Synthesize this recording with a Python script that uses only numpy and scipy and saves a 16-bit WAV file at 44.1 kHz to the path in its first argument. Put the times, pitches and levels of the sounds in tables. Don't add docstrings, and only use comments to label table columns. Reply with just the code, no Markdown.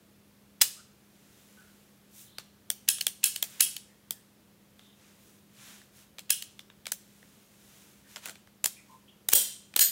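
import sys
import numpy as np
from scipy import signal
from scipy.fft import rfft, irfft, next_fast_len
from scipy.io import wavfile
from scipy.ndimage import uniform_filter1d

SR = 44100
rng = np.random.default_rng(int(sys.argv[2]) if len(sys.argv) > 2 else 0)


def bounce(signal):
    frames = np.transpose(np.atleast_2d(signal))
    limited = np.clip(frames, -1, 1)
    pcm = np.round(limited * 32767).astype(np.int16)
    wavfile.write(sys.argv[1], SR, pcm)


N = 437031
TIME = np.arange(N) / SR


def gain_of(db):
    return 10 ** (np.asarray(db) / 20)


def unit_rms(x):
    return x / np.sqrt(np.mean(x ** 2) + 1e-20)


def curve(points, hz):
    f, value = np.transpose(points)
    return np.interp(np.log(hz + 1), np.log(f + 1), value)


def add(mix, start_s, sound):
    part = mix[round(start_s * SR):][:len(sound)]
    part += sound[:len(part)]


def noise(colour):
    gain = gain_of(curve(colour, np.fft.rfftfreq(N, 1 / SR)))
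    return unit_rms(irfft(rfft(rng.standard_normal(N)) * gain, N))


def flutter(n, width_hz):
    z = rng.standard_normal(n) + 1j * rng.standard_normal(n)
    z = np.fft.ifft(z / (1 + (np.fft.fftfreq(n, 1 / SR) / width_hz) ** 4))
    return z / np.sqrt(np.mean(abs(z) ** 2))


def coloured(x, db):
    log_gain = np.log(gain_of(np.r_[db, db[-2:0:-1]]))
    return irfft(rfft(x) * np.exp(np.conj(signal.hilbert(log_gain)))[:len(db)])


# f/Hz, relative density/dB
AIR_COLOUR = [(15, -48), (25, -31), (55, -16), (108, -10.5), (175, -12), (200, -9), (229, -12.5),
              (301, -13.5), (575, -19), (714, -23), (2050, -27), (3430, -28), (5000, -30.5), (8360, -32.5),
              (14000, -31.5), (16000, -33.5)]
# f/Hz, level/dB, waver depth/0-1
HUM_LINES = [(202.8, -66, 0.15), (126.6, -77, 0.8), (168.4, -77.5, 0.5)]


def kitchen(waver_hz=6, air_db=-62.5):
    hum = np.zeros(N)
    for hz, level_db, depth in HUM_LINES:
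        line = (1 + depth * flutter(N, waver_hz)) * np.exp(2j * np.pi * hz * TIME)
        hum += gain_of(level_db) * unit_rms(line.real)
    return hum + gain_of(air_db) * noise(AIR_COLOUR)


# f/Hz, relative density/dB
STEEL_COLOUR = [(30, -36.5), (150, -28.5), (300, -17.5), (600, -11), (1100, -11.5), (1700, -3.5),
                (2300, -2), (3200, 2), (4800, 0), (6500, 2.5), (8500, 4), (11500, 0.5), (15500, 3)]


def blow(level_db, contact_ms, body_db, treble_db, pitches_hz=(), pitch_db=10, thud_db=0, evenness=0.16):
    n, rise_ms, decay_ms = 4096, 0.71, 1.0
    thud_hz, body_hz, treble_hz = 130, 1500, 6500
    ms, hz = np.arange(n) * 1000 / SR, np.fft.rfftfreq(n, 1 / SR)
    rise = 1 - np.exp(-ms / rise_ms)
    decay = np.exp(-np.maximum(ms - 0.88 * contact_ms, 0) / decay_ms)
    chatter = rng.standard_normal(n) * rise * decay
    db = curve(STEEL_COLOUR, hz) + body_db / (1 + (hz / body_hz) ** 4)
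    db += 2 * treble_db * hz ** 2 / (hz ** 2 + treble_hz ** 2)
    db += thud_db / (1 + (hz / thud_hz) ** 4)
    ripple_db = 10 * np.log10(uniform_filter1d(abs(rfft(chatter)) ** 2, size=19) + 1e-9)
    db -= evenness * ripple_db
    for pitch_hz in pitches_hz:
        width_hz = 170 + 0.02 * pitch_hz
        db += pitch_db / (1 + ((hz - pitch_hz) / width_hz) ** 2)
    return gain_of(level_db) * unit_rms(coloured(chatter, db)) * np.sqrt(contact_ms / ms[-1])


def ring(modes):
    t = np.arange(SR // 2) / SR
    out = np.zeros(len(t))
    for hz, energy_db, t60_s in modes:
        cluster = (flutter(len(t), width_hz=45 + 0.0078 * hz) * np.exp(2j * np.pi * hz * t)).real
        out += gain_of(energy_db) * unit_rms(cluster * np.exp(-np.log(1000) * t / t60_s))
    return out / np.sqrt(len(t))


# f/Hz, T60/s
ROOM_DECAY = [(200, 0.34), (1000, 0.41), (3000, 0.53), (7000, 0.47), (11000, 0.36), (16000, 0.25)]
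# f/Hz, relative gain/dB
ECHO_COLOUR = [(80, -7), (450, 1.5), (1000, -1), (2000, -2.5), (4000, -0.5), (8000, 1), (16000, 2.5)]


def room(x, gap_s, early_db, early_s, floor_db=-14):
    t = np.arange(SR * 3 // 4) / SR
    onset = gain_of(floor_db) + 1 / (1 + np.exp(np.clip((gap_s - t) / 0.0012, -50, 50)))
    early = 1 + gain_of(early_db) * np.exp(-np.maximum(t - gap_s, 0) / early_s)
    hz, frame_s, echoes = signal.stft(rng.standard_normal(len(t)) * onset * early, SR, nperseg=256)
    colour = gain_of(curve(ECHO_COLOUR, hz))[:, None]
    decay = np.exp(-np.log(1000) * frame_s / curve(ROOM_DECAY, hz)[:, None])
    response = signal.istft(echoes * colour * decay, SR, nperseg=256)[1]
    return signal.fftconvolve(x, response / np.linalg.norm(response))


def snaps(blows, modes, ring_db, thud_db, **echo):
    out = np.zeros(N)
    for start_s, level_db, contact_ms, body_db, treble_db, room_db, *_ in blows:
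        crack = blow(level_db, contact_ms, body_db, treble_db, thud_db=thud_db)
        metal = np.linalg.norm(crack) * ring(modes)
        add(out, start_s, crack)
        add(out, start_s, gain_of(ring_db) * metal)
        add(metal, 0, blow(level_db, contact_ms, body_db, treble_db, evenness=0.58))
        add(out, start_s, gain_of(room_db) * room(metal, **echo))
    return out


# t/s, level/dB, contact/ms, body/dB, treble/dB, room/dB
SELECTOR_BLOWS = [(.606, -44.5, 7, -11.5, -17, -15.5), (.6125, -17, 3.2, -1.5, -5.5, -7),
                  (.6160, -9.5, 3.5, -0.5, 1.5, -9), (.6195, -12.5, 3.5, -1.5, 1, -7.5)]
# f/Hz, relative energy/dB, T60/s
SELECTOR_RING = [(1794, -30.5, 0.043), (2910, -30, 0.17), (5080, -13, .012), (5360, -27.5, 0.08),
                 (7500, -23, 0.11)]


def selector():
    return snaps(SELECTOR_BLOWS, SELECTOR_RING, ring_db=1, thud_db=24.5,
                 gap_s=0.0058, early_db=6.5, early_s=0.018)


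# t/s, length/s, level/dB, start f/Hz, end f/Hz, roughness/Hz
SQUEAKS_AND_SCRAPES = [(0.757, 0.053, -59, 1320, 1470, 150), (1.56, 0.094, -59.5, 1424, 1550, 190),
                       (3.877, 0.059, -64, 1943, 1900, 180), (4.13, 0.057, -66, 1783, 1750, 180),
                       (2.24, 0.21, -65.5, 3600, 3910, 704), (4.79, 0.16, -67.5, 3460, 3410, 500),
                       (8.037, 0.04, -63, 1745, 1710, 220), (8.756, 0.039, -56, 2430, 2160, 300),
                       (8.874, 0.09, -58, 1035, 977, 90), (9.076, 0.018, -55, 2920, 3200, 302)]


def squeaks_and_scrapes():
    out = np.zeros(N)
    for start_s, length_s, level_db, start_hz, end_hz, rough_hz in SQUEAKS_AND_SCRAPES:
        n = round(length_s * SR)
        glide = np.exp(2j * np.pi * np.cumsum(np.linspace(start_hz, end_hz, n)) / SR)
        tone = unit_rms((glide * flutter(n, rough_hz)).real * signal.windows.tukey(n, 0.3))
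        add(out, start_s, gain_of(level_db) * room(tone, gap_s=0.0022, early_db=10.5, early_s=0.0076))
    return out


# peak t/s, swell/s, level/dB, treble/dB
HISS_SWELLS = [(1.45, 0.25, -60, -4), (2.195, 0.041, -66, 16), (3.55, 0.084, -51, -4),
               (4.83, .04, -63.5, -6), (5.05, .06, -58, -14), (5.27, 0.071, -62.5, 0.5),
               (5.669, 0.071, -46.5, -9.5), (5.99, 0.035, -55.5, -3), (7.25, 0.22, -62, -2.5),
               (7.78, 0.12, -57, -4), (8.13, 0.036, -53, -6), (8.25, 0.019, -44.5, -16),
               (8.921, 0.043, -62.5, -5)]
# f/Hz, relative density/dB
HISS_COLOUR = [(290, -36.5), (500, -12), (1060, -8), (1380, -5), (1900, -4.5), (3810, -3), (4530, -6.5),
               (6230, -2), (16000, -5.5)]


def rubs_and_creak(grain_db=1.0, treble_hz=5000, fade_ratio=1.46):
    hiss = noise(HISS_COLOUR)
    grain = unit_rms(uniform_filter1d(rng.standard_normal(N), size=90))
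    hiss = unit_rms(hiss * gain_of(grain_db * grain))
    dull = signal.sosfilt(signal.butter(1, treble_hz, fs=SR, output="sos"), hiss)
    out = np.zeros(N)
    for peak_s, swell_s, level_db, treble_db in HISS_SWELLS:
        sigmas = (TIME - peak_s) / np.where(TIME < peak_s, swell_s, fade_ratio * swell_s)
        envelope = np.exp(-0.5 * np.minimum(sigmas ** 2, 100))
        out += gain_of(level_db) * envelope * (dull + gain_of(treble_db) * (hiss - dull))
    return out


def tick(level_db, contact_ms, pitches_hz, body_db, treble_db, room_db):
    sideways = blow(level_db, contact_ms, body_db, treble_db, pitches_hz, pitch_db=3, evenness=0.48)
    out = gain_of(room_db) * room(sideways, gap_s=0.0089, early_db=11, early_s=0.01)
    add(out, 0, blow(level_db, contact_ms, body_db, treble_db, pitches_hz))
    return out


# t/s, level/dB, body/dB, treble/dB, f/Hz
GRIP_KNOCKS = [(2.383, -31, 6, -10, 4630), (2.983, -36.5, 1, -8.5, 3650), (4.7925, -49, 5, -13, 3460),
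               (5.815, -53.5, 8, -14, 1900), (6.1832, -37.5, 0, -12, 4290), (6.1914, -36.5, -2, -6, 4270),
               (6.5916, -38.5, 4.5, -10.5, 3570), (6.6997, -48, 1.5, -26, 3620),
               (6.8553, -38, -5, -13, 3600), (6.8667, -29, 3, -8, 2270), (7.227, -50.5, 8, -16, 1880),
               (8.1594, -34.5, 4, -12.5, 5060), (8.2564, -30.5, 12.5, 0.5, 2660),
               (8.3545, -47.5, 3, -14, 2340), (8.472, -53.5, 13, -12.5, 1680), (9.7381, -41, 0, -15, 2500),
               (9.774, -35, 8, -14, 3530)]


def knocks(contact_ms=2.56):
    out = np.zeros(N)
    for start_s, level_db, body_db, treble_db, hz in GRIP_KNOCKS:
        add(out, start_s, tick(level_db, contact_ms, [hz], body_db, treble_db, room_db=-8.5))
    return out


# t/s, level/dB, contact/ms, low f/Hz, high f/Hz
TRIGGER_RESETS = [(2.7018, -13.5, 1.02, 3370, 8740), (3.0667, -12.5, 1.94, 3370, 9100),
                  (3.4251, -17.5, 3.6, 3310, 13600), (4.1073, -20.5, 1.8, 3270, 13300),
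                  (6.9181, -22, 4.5, 1600, 6050)]


def trigger():
    out = np.zeros(N)
    for start_s, level_db, contact_ms, *pitches_hz in TRIGGER_RESETS:
        click = tick(level_db, contact_ms, pitches_hz, body_db=5.1, treble_db=0.83, room_db=-11)
        add(out, start_s, click)
    return out


# t/s, level/dB, contact/ms, body/dB, treble/dB, room/dB, settle delay/s, settle level/dB
SEAR_TRIPS = [(2.8865, -12, 3.75, -8, 0.012, -6.5, .1225, -22),
              (3.2394, -12.5, 3.66, -6.5, 0, -4.5, 0.12, -26.5), (3.6050, -11, 5.2, -4.5, 1, -6, .159, -31),
              (6.303, -14, 5.4, -7.5, 0, -9, .119, -32)]
# f/Hz, relative energy/dB, T60/s
SEAR_RING = [(1640, -27, 0.046), (2620, -22, 0.054), (2910, -24.5, 0.36), (3240, -22, 0.24),
             (4120, -25.5, .08), (5300, -23, 0.25), (7040, -26, .15), (8730, -25, .1), (8300, -18.5, 0.22),
             (10160, -12.5, 0.17), (10290, -16.5, .2), (12830, -27, .1), (13580, -27, .2)]


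def sear(creep_lead_s=0.009):
    out = snaps(SEAR_TRIPS, SEAR_RING, ring_db=2.5, thud_db=7.5,
                gap_s=0.013, early_db=4.5, early_s=0.013)
    for start_s, level_db, *_, settle_s, settle_db in SEAR_TRIPS:
        creep = tick(level_db - 25, contact_ms=11, pitches_hz=(2700, 7300),
                     body_db=-5, treble_db=-13, room_db=-12)
        settle = tick(settle_db, contact_ms=4.05, pitches_hz=(4400, 3000),
                      body_db=-4, treble_db=-2.5, room_db=-11)
        add(out, start_s - creep_lead_s, creep)
        add(out, start_s + settle_s, settle)
    return out


# t/s, length/s, level/dB
HANDLE_RATTLES = [(8.166, .008, -42.5), (8.262, .04, -40.5)]
# t/s, level/dB, contact/ms, low f/Hz, high f/Hz
CATCH_CLICKS = [(8.641, -18, 4.1, 2680, 6980), (8.657, -17.5, 3.7, 5000, 8000),
                (9.286, -17.5, 3.6, 3800, 14900), (9.761, -16.5, 5.3, 4100, 13000)]


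def cocking(tap_gap_s=0.0105, jitter_s=0.0012, scatter_db=2):
    out = np.zeros(N)
    for start_s, length_s, level_db in HANDLE_RATTLES:
        for tap_s in np.arange(start_s, start_s + length_s, tap_gap_s):
            late, hard = rng.standard_normal(2)
            tap = tick(level_db + scatter_db * hard, contact_ms=3.8, pitches_hz=(1420, 7400),
                       body_db=10.8, treble_db=-8, room_db=-4)
            add(out, tap_s + jitter_s * late, tap)
    for start_s, level_db, contact_ms, *pitches_hz in CATCH_CLICKS:
        add(out, start_s, tick(level_db, contact_ms, pitches_hz, body_db=10, treble_db=1, room_db=-9.5))
    return out


# t/s, level/dB, contact/ms, body/dB, treble/dB, room/dB
FIRST_SLAM = [(9.3175, -27.5, 3.9, 7, 3, -6.5), (9.3235, -30, 2.96, 2, -6, -7),
              (9.3280, -23.5, 6.3, 10, -6.5, -16), (9.3330, -9, 3.53, 0, 5, 2.5)]
SECOND_SLAM = [(9.7895, -24, 4.6, -6, -1.3, 2), (9.7923, -12.5, 2.8, 0, 1, 4.2)]
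# f/Hz, relative energy/dB, T60/s
FIRST_SLAM_RING = [(400.4, -31.5, 0.041), (510, -32, 0.089), (2800, -29, 0.17), (3140, -22.5, 0.28),
                   (3290, -23, 0.18), (7060, -27, 0.094), (8260, -16, 0.036), (8600, -44, .08),
                   (15150, -16, .04)]
SECOND_SLAM_RING = [(1653, -20, 0.053), (2930, -35.5, .2), (4250, -17.5, .03), (4870, -17.5, 0.11),
                    (6720, -12.5, .12), (6950, -13.5, 0.089), (8240, -10, 0.14), (8560, -16, 0.11),
                    (10640, -16, .08), (13450, -6.5, 0.2), (14700, -13.5, .05)]


def bolt():
    first = snaps(FIRST_SLAM, FIRST_SLAM_RING, ring_db=3, thud_db=18,
                  gap_s=0.0176, early_db=-6, early_s=0.0072)
    second = snaps(SECOND_SLAM, SECOND_SLAM_RING, ring_db=-3, thud_db=20.5,
                   gap_s=0.014, early_db=3, early_s=0.021)
    return first + second


def scene():
    mix = kitchen() + selector() + squeaks_and_scrapes() + rubs_and_creak()
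    mix += knocks() + trigger() + sear() + cocking() + bolt()
    return mix[None]


def record(dry, low_cut_hz=38, lag_cycles=1.2, band_limit_hz=15850):
    n = next_fast_len(N + SR)
    hz = np.fft.rfftfreq(n, 1 / SR)
    low_cut = 1 / np.sqrt(1 + (low_cut_hz / (hz + 1)) ** 6)
    lag = np.exp(-2j * np.pi * lag_cycles * np.log(hz + 10))
    mic = irfft(rfft(dry, n) * low_cut * lag, n)[:, :N]
    low_pass = signal.firwin(401, band_limit_hz, window=("kaiser", 7), fs=SR)
    return signal.oaconvolve(mic, low_pass[None], "same")


dry = scene()
out = record(dry)
bounce(out)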